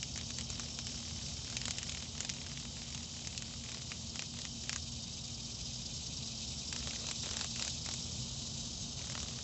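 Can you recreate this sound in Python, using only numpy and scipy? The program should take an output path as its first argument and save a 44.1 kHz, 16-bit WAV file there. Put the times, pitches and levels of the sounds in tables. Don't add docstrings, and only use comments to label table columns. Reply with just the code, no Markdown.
import sys
import numpy as np
from scipy import signal
from scipy.fft import rfft, irfft, next_fast_len
from scipy.io import wavfile
from scipy.ndimage import uniform_filter1d

SR = 44100
rng = np.random.default_rng(int(sys.argv[2]) if len(sys.argv) > 2 else 0)


def master(y):
    cut = np.clip(np.atleast_2d(y).T, -1, 1)
    pcm = np.round(cut * 32767)
    wavfile.write(sys.argv[1], SR, pcm.astype(np.int16))


N = 415863
T = np.arange(N) / SR
TOP_HZ = 8380
WINGBEATS_PER_S, WINGBEAT_JITTER_S = 38, .0025
BLOW_LEAD_SAMPLES = 128

# time_s, level_db
CHORUS_SWELL = [(0, -49), (1.5, -47), (2.4, -49.5), (5.3, -47.5), (7.4, -44), (9.43, -46.5)]
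# frequency_hz, gain_db
CHORUS_EQ = [(1500, -25.5), (2100, -18.5), (2750, -10), (3350, -7), (3700, 1), (4250, -1.5), (4900, 1),
             (5800, -0.3), (6100, 0.5), (6500, 0.7), (7700, -3.5), (8000, -17.5), (8500, -37)]
# time_s, level_db
SINGER_SWELL = [(0, -53), (2.4, -58), (3.8, -57), (5.7, -52), (7.1, -50.5), (8.1, -52.5), (9.43, -73)]
# time_s, throbs_per_s
THROB_PACE = [(0, 9.95), (3.2, 9.35), (4.5, 9.65), (9.43, 9.75)]
# cycle_fraction, tuning_hz, gain_db
THROB_SHAPE = [(0, 5520, 2), (.06, 5300, 6), (.12, 4850, -2.5), (0.199, 4470, -4.5), (.27, 3330, -16),
               (.36, 2400, -9.5), (.58, 2500, -9), (.66, 2960, -3), (.72, 4600, -8), (.8, 5520, 2),
               (.9, 5520, -18), (1, 5520, -4)]
# pitch_hz, width_hz, gain_db
BELLY_MODES = [(2530, 290, -0.5), (3170, 130, -3.5), (3810, 450, 5.5), (4600, 1100, -8), (4900, 540, 1),
               (5520, 160, -0.5)]
# time_s, level_db
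WHINE_SWELL = [(0, -54.5), (1, -53), (2.5, -64), (2.9, -65), (5.3, -64.5), (6.2, -61), (7, -62),
               (9.43, -57)]
# time_s, relative_level_db
RUMBLE_SWELL = [(0, -47.5), (.9, -46), (4.3, -48.5), (6.1, -46.5), (7.6, -47), (8.3, -45), (9.43, -47)]
# frequency_hz, gain_db
RUMBLE_EQ = [(22, -36.5), (35, -23.5), (52, -1), (80, 3), (100, -4), (132, 2), (165, -2), (215, -6.5),
             (250, -5.5), (290, -14.5), (400, -17.5), (700, -19), (1200, -25), (2000, -38)]
# pitch_hz, level_db
HUM_TONES = [(81, -59), (121, -56.5), (233, -57.5), (699, -79)]
# start_s, end_s, relative_scrape_db
SCRAPE_SPURTS = [(0.159, 0.235, -63), (0.385, 0.426, -62), (0.503, 0.688, -68.5), (0.87, 1.397, -72),
                 (1.447, 2.072, -65.5), (2.152, 2.658, -68), (2.769, 3.047, -68), (3.14, 3.56, -73.5),
                 (3.639, 3.821, -65.5), (3.899, 3.98, -70.5), (4.143, 4.244, -69.5), (4.339, 4.472, -68),
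                 (4.638, 4.79, -67), (6.725, 7.119, -66), (7.235, 7.459, -62), (7.561, 7.676, -64.5),
                 (7.862, 7.945, -65.5), (8.993, 9.416, -67)]
# frequency_hz, gain_db
GRIT_EQ = [(300, -23.5), (900, -9.5), (1400, -4), (2200, 7), (3500, 9.5), (7500, -6)]
# frequency_hz, gain_db
DRAG_EQ = [(200, -4), (380, 4.5), (580, 6), (850, -3), (1300, -1.5), (2500, -28.5)]
# time_s, relative_level_db, body_over_snap_db
HARD_BLOWS = [(0.0298, -34, -11.5), (0.177, -37.5, -10), (0.306, -38.5, -6), (0.3864, -35.5, -12.5),
              (0.5024, -36.5, -11), (0.5972, -36, -4.5), (0.7892, -37, -6), (0.8692, -37, -13),
              (1.5688, -31.5, -8), (1.6164, -36.5, -8), (1.6557, -33.5, -11), (1.682, -34.5, -3),
              (1.7089, -31.5, -15), (1.7849, -33.5, -13.5), (1.8308, -36.5, -9), (1.8953, -35.5, -18),
              (2.2059, -32, -12), (2.249, -36.5, -8), (2.294, -35.5, -13), (2.2989, -32.5, -18),
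              (2.9479, -38.5, -12), (3.273, -36, -13.5), (3.378, -35, -27), (3.423, -38.5, -9.5),
              (3.9184, -38, 1), (4.1579, -38, -8), (4.1936, -34, -6), (4.2225, -37.5, -10),
              (4.4525, -38, -7.5), (4.6948, -31, -3.5), (4.7302, -34, -3.5), (4.7613, -33, -7.5),
              (6.7276, -34.5, -6.5), (6.763, -37.5, -5), (6.8735, -36.5, -3), (7.0881, -37, -1),
              (7.113, -35, -6.5), (7.3695, -34, -9), (7.412, -33, -5), (7.4452, -36.5, -8),
              (7.596, -35.5, -8), (7.6244, -32.5, -8.5), (7.6498, -37, -12), (7.679, -34.5, -9.5),
              (7.889, -37.5, -3.5), (7.9388, -37, -23), (9.0994, -40.5, -9), (9.1532, -38.5, 2),
              (9.178, -39, -2)]
# frequency_hz, gain_db
SNAP_EQ = [(1200, -38), (2400, 0.5), (3200, 3.5), (5000, 3.5), (7500, 7), (9000, -29.5)]
# frequency_hz, gain_db
KNOCK_EQ = [(150, -27.5), (450, -0.5), (1000, 1), (2000, 3), (2600, -0.5), (3600, -7), (6000, -19.5)]


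def gain_of(db):
    return 10 ** (np.asarray(db) / 20)


def unit_rms(x):
    return x / np.sqrt(np.mean(x ** 2) + 1e-20)


def fader(rows):
    return gain_of(np.interp(T, *np.transpose(rows)))


def equalise(x, eq):
    size = next_fast_len(len(x))
    hz = np.fft.rfftfreq(size, 1 / SR)
    eq_hz, eq_db = np.transpose(eq)
    curve = gain_of(np.interp(np.log(hz + 1), np.log(eq_hz), eq_db)) * (hz < TOP_HZ + 500)
    return unit_rms(irfft(rfft(x, size) * curve, size)[:len(x)])


def drift(turns_per_s):
    knots = rng.standard_normal(8192)
    return unit_rms(np.interp(T * turns_per_s, np.arange(len(knots)), knots))


def resonate(x, hz, width_hz):
    carrier = np.exp(2j * np.pi * np.cumsum(hz * np.ones(len(x))) / SR)
    pole = np.exp(-np.pi * width_hz / SR)
    return 2 * (carrier * signal.lfilter([1 - pole], [1, -pole], x / carrier + 1e-18)).real


def belly_ring(clicks, hz, width_hz):
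    return unit_rms(resonate(resonate(clicks, hz, width_hz), hz, width_hz))


def tymbal(clicks_per_s=9000):
    return unit_rms(rng.choice([-1, 1], N) * (rng.random(N) < clicks_per_s / SR))


def chorus(shimmer_db=0.8, flutter_db=1.5, low_voices_db=-60):
    _, _, spectrum = signal.stft(rng.standard_normal(N), SR, nperseg=512)
    shimmer = uniform_filter1d(rng.standard_normal(spectrum.shape), size=4, axis=0)
    shimmer = unit_rms(uniform_filter1d(shimmer, size=60, axis=1))
    hiss = signal.istft(spectrum * gain_of(shimmer_db * shimmer), SR, nperseg=512)[1][:N]
    low_voices = gain_of(low_voices_db) * belly_ring(tymbal(), hz=3090, width_hz=420)
    flutter = gain_of(flutter_db * drift(150))
    return equalise(hiss, CHORUS_EQ) * fader(CHORUS_SWELL) * flutter + low_voices


def compress(x, window_s=0.0037):
    power = uniform_filter1d(x ** 2, size=round(window_s * SR))
    return x / np.sqrt(abs(power) + 1e-20)


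def near_singer(first_throb_s=.035, mode_reach=0.14, upper_ratio=1.4, rasp_db=-17):
    throbs = np.cumsum(np.interp(T, *np.transpose(THROB_PACE))) / SR
    cycle = (throbs - np.interp(first_throb_s, T, throbs)) % 1
    fraction, belly_hz, throb_db = np.transpose(THROB_SHAPE)
    tuning_hz = np.interp(cycle, fraction, belly_hz)
    clicks = tymbal()
    call = gain_of(rasp_db) * belly_ring(clicks, tuning_hz, width_hz=2400)
    for hz, width_hz, db in BELLY_MODES:
        nearness = sum(np.exp(-(np.log(tuning_hz * k / hz) / mode_reach) ** 2) for k in (1, upper_ratio))
        call += gain_of(db) * nearness * compress(belly_ring(clicks, hz, width_hz))
    throb = gain_of(np.interp(cycle, fraction, throb_db))
    return unit_rms(call * throb) * fader(SINGER_SWELL)


def far_singer(main_hz=5490, upper_hz=6130, upper_db=-3, pulses_per_s=11.2, depth_db=5):
    pulse = gain_of(depth_db * np.cos(2 * np.pi * pulses_per_s * T))
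    clicks = tymbal()
    main, upper = (belly_ring(clicks, hz, width_hz=320) for hz in (main_hz, upper_hz))
    return unit_rms((main + gain_of(upper_db) * upper) * pulse) * fader(WHINE_SWELL)


def machinery(rumble_trim_db=-1.93, waver_hz=3, waver_db=1.5):
    drone = gain_of(rumble_trim_db) * fader(RUMBLE_SWELL) * equalise(rng.standard_normal(N), RUMBLE_EQ)
    for hz, db in HUM_TONES:
        cycles = np.cumsum(hz + waver_hz * drift(25)) / SR
        drone += np.sqrt(2) * gain_of(db + waver_db * drift(14)) * np.sin(2 * np.pi * cycles)
    return drone


def scrabble(grains_per_s=1300, spread_db=3.5, bite_db=12, drag_db=-2):
    grain_size = gain_of(spread_db * np.minimum(rng.exponential(1, N), 3)) * rng.choice([-1, 1], N)
    since_spurt_s = T - np.max([start * (T >= start) for start, _, _ in SCRAPE_SPURTS], axis=0)
    wing_cycle = (since_spurt_s + WINGBEAT_JITTER_S * drift(30)) * WINGBEATS_PER_S % 1
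    bite = np.exp(-wing_cycle / .17)
    grains = grain_size * (rng.random(N) < grains_per_s / SR) * gain_of(bite_db * bite)
    effort = sum(gain_of(db) * ((T > start) & (T < end)) for start, end, db in SCRAPE_SPURTS)
    effort += gain_of(-74) * np.interp(T, [3.8, 4.8], [1, 0])
    weight = np.interp(T, [3, 7], [.25, 1])
    rub = equalise(grains, GRIT_EQ) + gain_of(drag_db) * weight * equalise(grains, DRAG_EQ)
    return rub * uniform_filter1d(effort, size=300)


def wing_blow(db, body_db, ring_hz, lead_in_s=.0012, typical_skid_s=.00054):
    t = (np.arange(1024) - BLOW_LEAD_SAMPLES) / SR
    skid_s = typical_skid_s * rng.uniform(.7, 1.5)
    envelope = np.where(t > 0, np.exp(-abs(t) / skid_s), .28 * np.exp(-abs(t) / lead_in_s))
    grains = rng.standard_normal(len(t)) * envelope
    grains /= np.linalg.norm(grains)
    crack = t == 0
    snap = equalise(1.1 * crack + grains, SNAP_EQ)
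    snap = unit_rms(snap + resonate(snap, ring_hz, width_hz=2600))
    knock = equalise(crack + grains, KNOCK_EQ)
    hit = unit_rms(snap + gain_of(body_db) * knock)
    return gain_of(db) * hit * np.sqrt(SR / 100 / len(t))


def ground_scatter(x, tail_db=-4.0, t60_s=0.036, predelay_s=.0008):
    t = np.arange(2048) / SR
    response = rng.standard_normal(len(t)) * gain_of(-60 * t / t60_s) * (t > predelay_s)
    response *= gain_of(tail_db) / np.linalg.norm(response)
    response[0] = 1
    return signal.oaconvolve(x, response)


def light_touches(chance=.65, lift_db=23, spread_db=2, body_db=-8, body_spread_db=3, clear_s=.015):
    cues, max_beats = [], 24
    hard_s = np.array(HARD_BLOWS)[:, 0]
    for start_s, end_s, scrape_db in SCRAPE_SPURTS:
        touches = rng.random(max_beats) < chance
        force, body, lag = rng.standard_normal((3, max_beats))
        touches[0], lag[0] = True, 0
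        for k in np.flatnonzero(touches):
            time_s = start_s + k / WINGBEATS_PER_S + WINGBEAT_JITTER_S * lag[k]
            if time_s < end_s and abs(hard_s - time_s).min() > clear_s:
                level_db = scrape_db + lift_db + spread_db * force[k]
                cues.append((time_s, level_db, body_db + body_spread_db * body[k]))
    return cues


def place(track, start_s, sound):
    start = round(start_s * SR)
    sound = sound[max(-start, 0):]
    part = track[max(start, 0):][:len(sound)]
    part += sound[:len(part)]


def struggle(blows_trim_db=-4.5, scrabble_trim_db=9.0, ring_hz=5700, ring_spread_hz=1500):
    rub, blows = scrabble(), np.zeros(N)
    for time_s, db, body_db in list(HARD_BLOWS) + light_touches():
        hit = wing_blow(db, body_db, ring_hz + ring_spread_hz * rng.uniform(-1, 1))
        place(blows, time_s - BLOW_LEAD_SAMPLES / SR, ground_scatter(hit))
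    return gain_of(blows_trim_db) * blows + gain_of(scrabble_trim_db) * rub


def scene():
    return (chorus() + near_singer() + far_singer() + machinery() + struggle())[None]


def record(dry):
    low_pass = signal.firwin(201, TOP_HZ, window=("kaiser", 8), fs=SR)
    return signal.oaconvolve(dry, low_pass[None], "same")


dry = scene()
out = record(dry)
master(out)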